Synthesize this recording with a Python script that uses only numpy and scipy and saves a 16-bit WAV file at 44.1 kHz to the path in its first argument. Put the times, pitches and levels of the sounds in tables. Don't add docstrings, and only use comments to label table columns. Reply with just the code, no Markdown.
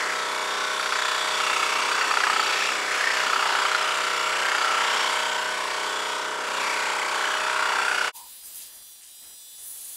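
import sys
import numpy as np
from scipy import signal
from scipy.fft import rfft, irfft, next_fast_len
from scipy.io import wavfile
from scipy.ndimage import uniform_filter1d, map_coordinates

SR = 44100
rng = np.random.default_rng(int(sys.argv[2]) if len(sys.argv) > 2 else 0)


def how_loud(loudness_db):
    steps = np.asarray(loudness_db, float) / 20
    return 10 ** steps


def file_out(sig):
    cols = np.atleast_2d(sig).T
    lim = np.clip(cols, -1, 1)
    pcm = np.round(lim * 32767).astype(np.int16)
    wavfile.write(sys.argv[1], SR, pcm)


N = 439236

STROKE_HZ, CHANGE_S, FASTER = 31.19, 8.122, 8

# time_s, lead_strokes
CRANK_LEAD = [(0, -.01), (1.4, .06), (2.1, .055), (2.4, 0), (3.6, -.045), (5.5, 0), (6.2, 0), (8.2, -.03)]
# time_s, speed_strokes_per_s
HURRIED_SPEED = [(8.1, 249.3), (9.02, 249.1), (9.05, 238), (9.11, 242.3), (9.17, 245.3), (9.25, 247.7),
                 (9.32, 248.6), (9.6, 248.8), (9.96, 247.5)]
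# multiple_of_stroke, before_turn_db, after_turn_db
FRAME_SLOW = ([5.2], [(1, -49), (2, -36), (8, -24), (12, -16), (14, -10), (22, -15), (30, -6), (51, -8)],
              [(3, -4, -4), (6, 3, 3), (13, 3, 3), (20, 10, 10), (22, -2, -6), (23, 3, 0), (24, 5, 4),
              (26, -4, -9), (30, 2, 4), (31, 2, 5), (33, 0, -1), (34, -3, -4), (35, 3, 6), (39, 0, -8),
              (42, 6, 0), (43, 2, -2), (44, 7, 6), (45, -3, -4), (46, -5, -6), (48, 5, 9), (49, 2, 4)])
FRAME_FAST = ([8.6, 9.05, 9.37], [(10, -19), (12, -13), (18, -11), (26, -15), (31, -7), (42, -7),
              (52, -12)], [(12, -1, 0, 5, 5), (13, 2, 5, 4, 2), (14, 5, 9, 3, 11), (15, 0, 0, 1, 4),
              (16, 4, 7, 7, 6), (17, 0, 0, -3, 1), (18, 4, 3, -3, 7), (19, 0, 5, -2, 3), (20, 10, 8, 10, 7),
              (23, 4, 8, 9, 8), (24, 7, 9, 4, 7), (26, -2, -2, -4, -2), (28, 1, 5, 3, 7), (29, 0, 0, 4, 3),
              (30, 4, 0, 3, 3), (31, 4, 6, 6, 9), (32, 0, 1, 5, 4), (34, 4, 0, 0, 0), (35, 7, -1, -3, -3),
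              (36, 1, 2, 6, 6), (37, 3, 0, -2, -2), (38, 0, 4, 4, 4), (40, 0, 1, 7, 7), (41, 2, 0, -2, -2),
              (42, 0, 0, 6, 6), (44, 9, 2, 0, 0), (47, 5, 0, 0, 0), (49, 5, 5, 3, 3)])
RATTLE_ANGLE = [
    (26, .45),
    (39, .92),
]
# pitch_hz, density_db (per Hz)
WOOD_COLOUR = [(35, -63.5), (60, -51), (250, -19.5), (398, -11), (527, -14), (607, -10), (666, -13.5),
               (732, -9.5), (1340, -7), (2050, -10), (2250, -11.5), (7570, -11), (16000, -36)]
# pitch_hz, width_hz, level_db
BLADE_RINGS = [(2246, 60, -1), (3442, 32, 2.5), (4633, 51, 5), (5520, 27, 3.5), (7400, 550, -21.5)]
# pitch_hz, level_db
REPEATING_COLOUR = [(100, -23), (1200, 4.5), (1800, 9), (3500, 4.5), (6000, 0), (11000, 2.5), (16000, -8)]
# pitch_hz, width_hz, level_db
BOARD_RINGS = [(874, 250, -4.5), (1630, 490, -3), (2173, 300, -8), (2970, 230, -18.5), (4560, 34, 2.5)]
# middle_s, half_length_s, slap_db, extra_ring_db
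BLADE_GRABS = [(0.623, 0.058, -30.5, 1), (0.8, 0.025, -17, 0), (0.955, 0.09, -11, 2),
               (1.093, 0.08, -2.5, 2.5), (1.52, 0.19, -20, 2), (1.98, 0.035, -15.5, 0.5),
               (2.274, 0.19, -0.5, 2.5), (2.677, 0.11, -7.5, 0), (3.065, 0.1, -9, 0.5),
               (3.483, 0.31, -18.5, 3.5), (3.773, 0.18, -11.5, 1.5), (4.55, 0.078, -5, 0.5),
               (5.648, 0.13, -12.5, -1), (6.895, 0.15, -17.5, 2.5), (7.25, 0.12, -19, 3),
               (7.59, 0.1, -5, 0), (7.913, 0.14, -7.5, 1.5), (8.465, 0.026, -5, 6), (8.567, 0.032, -4, 5),
               (8.756, .015, -8, 4.5), (9.052, 0.043, -7, 1.5), (9.68, 0.08, -9, 8), (9.86, 0.13, -1, 6.5)]
# time_s, crank_angle_strokes
DROP_ANGLE = [(.8, .81), (1.5, .81), (2.1, .68), (2.45, .67), (3.4, .79), (3.75, .82), (4.55, .855),
              (5.0, .86), (6.7, .84), (7.5, .8), (7.8, .78), (8.2, .8)]
# time_s, peak_db, ring_hz
HARD_DROPS = [(0.797, -7, 1360), (0.828, -7.5, 1360), (0.859, -9, 1360), (0.923, -9, 1370),
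              (0.957, -10, 1110), (0.988, -13, 1060), (1.345, -18, 1390), (1.402, -9.5, 1370),
              (1.469, -11.5, 1170), (1.499, -11, 1080), (1.564, -11.5, 1160), (1.629, -9, 1270),
              (1.917, -11, 1360), (1.983, -9.5, 1310), (2.012, -8, 1380), (2.042, -17.5, 1330),
              (2.111, -11, 1260), (2.139, -13.5, 1290), (2.171, -9, 1350), (2.204, -13, 1350),
              (2.236, -10.5, 1660), (2.269, -12.5, 1180), (2.298, -10, 1280), (2.329, -13, 1270),
              (2.362, -10.5, 1290), (2.395, -9, 1260), (2.69, -12.5, 1280), (3.071, -17, 1870),
              (3.267, -12.5, 1380), (3.298, -12, 1320), (3.332, -9, 1330), (3.359, -9.5, 1350),
              (3.393, -11.5, 1380), (3.425, -10, 1290), (3.456, -12.5, 1360), (3.551, -10.5, 1350),
              (3.588, -16, 1360), (3.62, -14.5, 1360), (3.652, -11.5, 1280), (3.684, -13, 1350),
              (3.716, -13, 1350), (3.748, -8.5, 1360), (3.78, -20, 1360), (3.81, -17.5, 1360),
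              (4.453, -12.5, 1370), (4.485, -11, 1370), (4.517, -9.5, 1370), (4.549, -9.5, 1370),
              (4.582, -9, 1370), (4.614, -10, 1370), (4.646, -12.5, 1500), (7.466, -12.5, 1370),
              (7.498, -12, 1480), (7.593, -11.5, 1480), (7.625, -12.5, 1480), (7.657, -14, 1490),
              (7.721, -12, 1490), (7.753, -13.5, 1490), (7.785, -12, 1490), (7.817, -11, 1490)]
# start_s, end_s, crank_angle_strokes, ring_hz, level_db
LOOSE_PARTS = [(3.6, 4.7, 0.266, 1000, -18.5), (5.2, 8.3, 0.21, 940, -13), (6.8, 7.45, 0.2, 880, -15.5),
               (.3, 1.6, .36, 5600, -15.5), (1.7, 3, 0.39, 5580, -16), (8, 8.1, .36, 5620, -19),
               (2.3, 4.5, 0.31, 7300, -14.5), (4.2, 5.6, 0.21, 7400, -15), (6.5, 6.85, .22, 7400, -18),
               (6.8, 7.2, .2, 7550, -11.5), (7.2, 7.36, .2, 7600, -13), (.9, 2.2, .86, 6800, -25),
               (.4, 0.72, 1, 4600, -14), (1.1, 2.6, 0.93, 4600, -10), (3.0, 5.6, .12, 3200, -16),
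               (4.3, 3.2, .3, 4500, -11), (7.6, 8.1, 0.23, 4600, -18), (3.5, 4.7, .22, 3050, -13.5),
               (4.3, 4.65, .88, 3000, -14), (6.8, 7.2, .18, 3100, -15.5), (6.6, 7.4, .18, 3000, -11),
               (3.05, 3.45, .8, 2850, -9), (2.55, 2.8, .3, 2750, -11), (4.6, 5.2, .7, 3000, -15),
               (1.2, 2.6, 0.89, 2250, -16.5), (6.55, 5.4, .2, 2200, -13), (3.82, 4.44, .9, 1380, -10.5),
               (2.5, 3.17, .78, 1800, -9.5), (3, 4, .3, 5100, -14), (6.4, 7.45, .9, 1520, -11),
               (5.3, 6.5, 0.41, 1090, -14)]
# time_s, push_db, board_ring_hz, roughness_0_to_1, tooth_contact_db
FEED_SLOW = [(0, -28.5, 1530, 0.3, -3.5), (.25, -30, 1540, 0, -4), (1.2, -29.5, 1310, 0, -0.5),
             (1.6, -28, 1290, 0.18, 0), (2.3, -25, 1320, 0.33, -5), (2.65, -28.5, 1344, 0.29, 2),
             (2.85, -30.5, 1340, 0.23, -2), (2.95, -28, 1400, 0.16, -0.5), (3.03, -26, 1830, 0.2, -3.5),
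             (3.17, -27.5, 1740, 0.28, -1.5), (3.22, -27, 1380, 0.26, -2), (3.3, -27, 1380, 0.38, -4.5),
             (3.75, -27.5, 1360, 0.08, -3.5), (4.15, -28, 1320, 0, -2), (4.7, -23.5, 1360, 0.12, -6.5),
             (5.0, -26, 1290, 0.27, -1), (5.45, -29, 1470, 0.02, -4.5), (6.1, -31, 1480, 0, -2.5),
             (6.38, -31, 1380, 0.17, -8), (6.65, -28.5, 1340, 0.03, -1.5), (6.9, -31, 1420, 0, -2),
             (7.35, -28.5, 1400, 0.02, -4.5), (7.6, -24, 1440, 0, -8.5), (8.08, -28, 1440, 0, -3)]
# time_s, push_db, board_ring_hz, roughness_0_to_1, tooth_contact_db
FEED_HURRIED = [(8.16, -43, 10900, 0.5, -3), (8.23, -49, 10200, 0.1, -5), (8.31, -47, 10100, 0.23, -3),
                (8.42, -48, 10850, 0.27, -5), (8.55, -46, 11220, 0.38, -2), (8.63, -43, 10400, 0.75, -7),
                (8.71, -48.5, 10300, 0.2, -6), (8.93, -49, 10070, 0.26, -5), (9.0, -50.5, 10200, 0.1, -9),
                (9.03, -50.5, 9800, 1, -10.5), (9.08, -49.5, 9600, 0.54, -8), (9.13, -49, 9900, 0.1, -7),
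                (9.23, -47.5, 10400, 0.16, -6), (9.44, -47.5, 9600, 0.14, -7), (9.6, -46.5, 10180, 0.2, -8),
                (9.67, -49, 10200, 0.26, -1), (9.8, -46.5, 10800, 0.34, -6), (9.96, -46, 10700, 0.3, -2)]
# frame_db, frame_share_of_push, usual_push_db, slot_ring_hz, rasp_db
PUSH_SLOW = (-37, 0.0028, -14, 2510.5, -3)
PUSH_FAST = (-49, 0.97, -45.5, 7300, -6)
# low_hz, high_hz
LEVEL_BANDS_SLOW = [
    (250, 750),
    (800, 1900),
    (2000, 4500),
    (5000, 11000),
]
LEVEL_BANDS_FAST = [
    (2600, 6000),
    (7000, 12500),
    (13000, 15600),
]
# time_s, pitch_ratio (to usual)
SLOT_PITCH = [(0, 0.79), (.12, 0.81), (.16, 1.47), (1.38, 1.38), (1.44, 1.11), (2.9, 0.97), (3.0, 1.07),
              (3.6, 1.18), (4.3, 1.15), (5.25, 1.23), (5.33, 1.23), (6.0, 1.26), (6.6, 1.1), (6.66, 0.9),
              (7.1, 0.9), (7.16, 1.3), (7.38, 1.27), (7.43, 1.02), (7.65, 1.12), (7.7, 1.1), (8.12, 1.17)]
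# time_s, low_ring_hz, low_ring_db, main_ring_db
HAND_HOLD = [(0, 1090, 3, -5), (.4, 1020, 1, -7), (.9, 1060, 9.5, 0), (1.4, 1040, -0.5, 2),
             (2.0, 1010, 0.5, 8), (2.4, 980, -1.5, -9), (2.8, 1080, -12, 5.5), (3.05, 1120, -5, 4),
             (3.2, 1010, -5.5, 2), (3.5, 960, 5, -7.5), (4.1, 1010, -16, 3.5), (4.8, 945, 1, 1),
             (5.2, 990, 0.5, -12), (5.6, 1040, 5.5, -10), (6.1, 1050, -6.5, -4.5), (6.9, 930, -9, -2.5),
             (7.3, 970, -5, -3), (7.6, 1110, -1.5, 8.5), (8.1, 1100, -4, 11), (8.13, 1000, -28, -5.5)]
# pitch_hz, density_db (per Hz)
HISS_COLOUR = [(15, -28), (25, 3), (130, -7.5), (262, -3.5), (387, -5), (876, -1), (1570, -3.5), (1700, 0),
               (2100, -4), (2600, -14), (3380, -18), (5720, -120)]
# start_s, end_s, level_db
HISS_STEPS = [(8.13, 8.387, -62.5), (8.43, 8.828, -60.5), (9.214, 9.343, -60.5), (9.58, 9.994, -61.5)]
# pitch_hz, side_minus_mid_db
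WALL_WIDTH = [(60, -49), (130, -36), (290, -25), (640, -25.5), (1410, -28.5), (3100, -15.5), (6820, -20.5),
              (15000, -35.5)]


def evened(x):
    return x / np.sqrt(np.mean(abs(x) ** 2) + 1e-20)


def follow(at, table):
    points, *columns = np.transpose(table)
    return [np.interp(at, points, column) for column in columns]


def colour(x, points, speedup=1):
    size = next_fast_len(len(x))
    hz, db = np.transpose(points)
    shape = np.interp(np.log(np.fft.rfftfreq(size, 1 / SR) + 1), np.log(hz * speedup + 1), db)
    return irfft(rfft(x, size) * how_loud(shape), size)[:len(x)]


def resonate(x, hz, width):
    r = np.exp(-np.pi * width / SR)
    if np.ndim(hz) == 0:
        return 2 * signal.lfilter([1 - r], [1, -r * np.exp(2j * np.pi * hz / SR)], x).real
    turn = np.exp(2j * np.pi * np.cumsum(hz) / SR)
    return 2 * (turn * signal.lfilter([1 - r], [1, -r], x / turn)).real


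def drift(shape, strokes):
    keep = np.exp(-1 / max(strokes, .1))
    noise = rng.standard_normal((shape[0] + 60, shape[1]))
    return evened(signal.lfilter([1], [1, -keep], noise, axis=0)[60:])


def play(cycles, turns):
    closed = np.hstack([cycles, cycles[:, :1]])
    return map_coordinates(closed, [turns, turns % 1 * cycles.shape[1]], order=1)


def once_a_turn(turns, angle):
    return np.flatnonzero(np.diff(np.floor(turns - angle)) > 0)


def frame(t, turns, rough, orders, memory, loose):
    turned_s, trend, odd = orders[0], np.transpose(orders[1]), np.transpose(orders[2])
    order = np.arange(trend[0, 0], trend[0, -1] + 1)
    column = order.astype(int)
    levels = np.interp(order, *trend) + odd[1:] @ (order == odd[0][:, None])
    count = int(turns[-1]) + 2
    turned = np.clip((np.arange(count)[:, None] - np.interp(turned_s, t, turns)) / 12 + .5, 0, 1)
    db = levels[0] + turned @ np.diff(levels, axis=0)
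    angle = rng.uniform(-.3, .5, len(order))
    for start, strokes in RATTLE_ANGLE:
        angle[order >= start] = strokes + .3 * rng.uniform(-0.991, 1, np.sum(order >= start))
    phase = -2 * np.pi * np.cumsum(angle)
    wander = drift((count, len(order)), memory) + 1j * drift((count, len(order)), memory)
    z = np.zeros((count, 1025), complex)
    z[:, column] = how_loud(db) * np.exp(1j * phase) * (1 + (loose + .35 * order / 50) * wander)
    stroke_rough = np.interp(np.arange(count), turns, rough)[:, None]
    z[:, column] *= 1 - stroke_rough * np.clip(order / 28, 0, .9)
    return play(irfft(z, axis=1), turns) / np.sqrt(np.sum(how_loud(2 * levels[0])) / 2) * 1024


def downstroke(angle):
    return how_loud(1.35 * np.cos(2 * np.pi * (angle - .12)) + 1.04 * np.cos(4 * np.pi * (angle - .35)))


def rasp(turns, rough, speedup):
    count, size = int(turns[-1]) + 2, 8192 // speedup
    fibres = rfft(drift((count, size // 4), 2.7 * speedup ** .5), axis=1)
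    steady = colour(evened(play(irfft(fibres, size, axis=1), turns)), REPEATING_COLOUR, speedup)
    noise = rng.standard_normal(len(turns))
    burst_db = 3.25 * np.minimum(rng.exponential(1, len(turns)), 4)
    splinters = evened(noise * how_loud(burst_db))
    fresh = splinters * (how_loud(-7.0) + how_loud(5.5) * rough)
    x = colour((np.sqrt(1 - rough) * steady + fresh) * downstroke(turns % 1), WOOD_COLOUR, speedup)
    scale = 1 / np.sqrt(np.mean(colour(splinters, WOOD_COLOUR, speedup) ** 2))
    rings = 0
    for hz, width, db in BLADE_RINGS:
        if hz * speedup < 18000:
            rings = rings + how_loud(db) * resonate(x, hz * speedup, width * speedup)
    return scale * (x + rings)


def grabs(t):
    mid, half, slap_db, ring_db = np.transpose(BLADE_GRABS)[:, :, None]
    coarse = t[::64]
    bell = np.exp(-((coarse - mid) / np.maximum(half, .01)) ** 2)
    slap = how_loud(-21.5) + (how_loud(slap_db) * bell).sum(0)
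    return np.interp(t, coarse, 20 * np.log10(slap)), np.interp(t, coarse, (ring_db * bell).sum(0))


def slaps(turns, rough, slap_db, drop_angle, ring_hz, speedup):
    hit = once_a_turn(turns, drop_angle + .02)
    hit_rough = rough[hit]
    late, force, bounce = rng.standard_normal((len(hit), 3)).T
    period = SR / STROKE_HZ / speedup
    uneven_db = 5 * hit_rough ** 2 * (-1.) ** np.floor(turns[hit])
    size = how_loud(slap_db[hit] + uneven_db + 3.9 * hit_rough * np.clip(force, -2, .5))
    at = hit + 0.014 * period * hit_rough * late
    if speedup == 1:
        when_s, peak_db, knock_hz = np.transpose(HARD_DROPS)
        when = when_s * SR
        near = abs(hit[:, None] - when).argmin(0)
        at[near] = when + 20
        size[near] = how_loud(1.23 * (peak_db + 11.5))
        sample = np.arange(len(turns))
        last = np.searchsorted(when, sample) - 1
        fresh = (last >= 0) & (sample - when[last] < .9 * period)
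        ring_hz = np.where(fresh, knock_hz[last], ring_hz)
    clicks = np.zeros(len(turns))
    for delay, share in [(0, 0.71), (.07, 2 * hit_rough), (.13, 0.69 * hit_rough), (.2, 0.39)]:
        place = at + period * delay * (1 + 0.21 * hit_rough * bounce)
        np.add.at(clicks, np.clip(place.astype(int), 0, len(turns) - 1), share * size)
    modes = [(ring_hz / speedup, 190, 5.5)] + [m for m in BOARD_RINGS if m[0] * speedup < 18000]
    ring = 0
    for hz, width, db in modes:
        struck = resonate(clicks, hz * speedup, width * speedup)
        ring = ring + how_loud(db) * resonate(struck, hz * speedup, 3.3 * width * speedup)
    thin = signal.lfilter(*signal.butter(2, 600 * speedup, "high", fs=SR), ring)
    return evened(thin) * np.sqrt(np.mean(size ** 2))


def chatter(t, turns):
    out, u = np.zeros(len(t) + 800), np.arange(800) / SR
    for start, end, angle, hz, db in LOOSE_PARTS:
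        hit = once_a_turn(turns, angle)
        hit = hit[(t[hit + 1] > start) & (t[hit + 1] < end)]
        force, pitch, late = rng.standard_normal((len(hit), 3)).T[:, :, None]
        ease = np.clip(np.minimum(t[hit] - start, end - t[hit]) / 0.087, 0, 1)[:, None]
        lasting = u / (.0014 + 5.9 / 10 / np.sqrt(hz) / 20)
        ring = lasting * np.exp(1 - lasting) * np.sin(2 * np.pi * hz * (1 + .008 * pitch) * u)
        delay = (12 * abs(late)).astype(int) * (hit[:, None] < len(t) - 80)
        place = hit[:, None] + delay + np.arange(800)
        np.add.at(out, place, ring * ease * how_loud(db + 10 + 2.7 * force))
    return out[:len(t)]


def follow_feed(x, t, levels_db, bands, speedup):
    hz, at, z = signal.stft(x, SR, nperseg=512, noverlap=384)
    patches = uniform_filter1d(rng.standard_normal(z.shape), 60 // speedup, 1)
    patches = evened(uniform_filter1d(patches, 4, 0))
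    z *= how_loud(1.2 * patches * (hz > 800 * speedup)[:, None])
    power = np.array([(abs(z[(hz > lo) & (hz < hi)]) ** 2).sum(0) for lo, hi in bands])
    own_db = 10 * np.log10(uniform_filter1d(power, int(44 / speedup ** .5), 1) * 4 / 3)
    lift_db = np.array([np.interp(at + t[0], t, level) for level in levels_db[:len(bands)]]) - own_db
    centres = np.log(bands).mean(1)
    blend = np.array([np.interp(np.log(hz + 1), centres, row) for row in np.eye(len(bands))]).T
    gain_db = blend @ lift_db
    stand = np.clip((350 * speedup - hz) / (200 * speedup), 0, 1)[:, None]
    gain_db += stand * (gain_db.mean(1, keepdims=True) - gain_db)
    return signal.istft(z * how_loud(gain_db), SR, nperseg=512, noverlap=384)[1][:len(t)]


def saw(t, turns, feed, laws, bands, orders, speedup):
    push_db, ring_hz, rough, contact_db = follow(t, feed)
    frame_db, frame_share, usual_db, slot_hz, rasp_db = laws
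    rough = np.clip(rough, 0, 1)
    slap_db, ring_db = grabs(t)
    lifted = how_loud(slap_db)
    teeth_db = push_db + contact_db + .5 * ring_db
    dust_db = -37.5 + 0.64 * (teeth_db + 30)
    levels_db = [frame_db + frame_share * (push_db - usual_db), push_db + ring_db, teeth_db, dust_db]
    drop_angle = follow(t, DROP_ANGLE)[0]
    count = int(turns[-1]) + 2
    wander = np.interp(turns, np.arange(count), drift((count, 1), 5 * speedup)[:, 0])
    slot = slot_hz * follow(t, SLOT_PITCH)[0] * (1 + 0.033 * wander)

    torn = np.exp(8.4 * (np.cos(2 * np.pi * (turns - drop_angle - .12)) - 1))
    wood = how_loud(rasp_db) * rasp(turns, rough, speedup) * (1 + 0.43 * lifted * torn) / (1 + 0.18 * lifted)
    low_hz, low_db, held_db = follow(t, HAND_HOLD)
    free = evened(how_loud(6 * np.cos(2 * np.pi * (turns - drop_angle - .1))))
    wood += how_loud(low_db) * resonate(wood, low_hz, 130)
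    main_db = 4 + held_db + ring_db + .4 * (push_db - usual_db)
    wood += how_loud(main_db) * resonate(wood * free, ring_hz, 190 * speedup)
    wood += how_loud(0.5) * resonate(wood, slot, 300 * speedup)

    x = wood + slaps(turns, rough, slap_db, drop_angle, ring_hz, speedup)
    rattle = frame(t, turns, rough, orders, 8 * speedup, .17 / speedup ** .1)
    x = x + rattle / (1 + 1.2 * lifted)
    x = x + chatter(t, turns)
    return follow_feed(x, t, levels_db, bands, speedup)


def player_hiss(t):
    rest_db = -66.5
    points = HISS_COLOUR + [(5000, -22.5), (16000, -38)]
    level_db = rest_db + sum((db - rest_db) * (t > start) * (t < end) for start, end, db in HISS_STEPS)
    hiss = evened(colour(rng.standard_normal(len(t)), points))
    return how_loud(uniform_filter1d(level_db, size=600)) * hiss


def walls(mid):
    echoes = rng.standard_normal(3000) * how_loud(-60 * np.arange(3000) / SR / 0.06)
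    scattered = signal.oaconvolve(mid, echoes / np.linalg.norm(echoes))[:N]
    return colour(scattered, WALL_WIDTH) + mid / 80


def scene():
    t, change = np.arange(N) / SR, round(CHANGE_S * SR)
    slow, fast = t[:change], t[change:]
    slow_turns = 1 + STROKE_HZ * slow + follow(slow, CRANK_LEAD)[0]
    fast_turns = np.cumsum(follow(fast, HURRIED_SPEED)[0]) / SR
    first = saw(slow, slow_turns, FEED_SLOW, PUSH_SLOW, LEVEL_BANDS_SLOW, FRAME_SLOW, 1)
    second = saw(fast, fast_turns, FEED_HURRIED, PUSH_FAST, LEVEL_BANDS_FAST, FRAME_FAST, FASTER)
    second = second + player_hiss(fast)
    fade = np.clip(abs(t - CHANGE_S) / 0.041, .01, 1) ** 1.95
    mid = np.concatenate([first, second]) * fade
    side = walls(mid)
    return np.array([mid + side, mid - side])


def low_pass(x):
    return signal.sosfilt(signal.butter(12, 16600, fs=SR, output="sos"), x)


def record(dry):
    headroom = .6
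    rounded = headroom * np.tanh(dry / headroom)
    treble_limit = signal.firwin(511, 15700, window=("kaiser", 9), fs=SR)[None]
    mix = signal.oaconvolve(rounded, treble_limit, "same")
    return low_pass(mix)


dry = scene()
out = record(dry)
file_out(out)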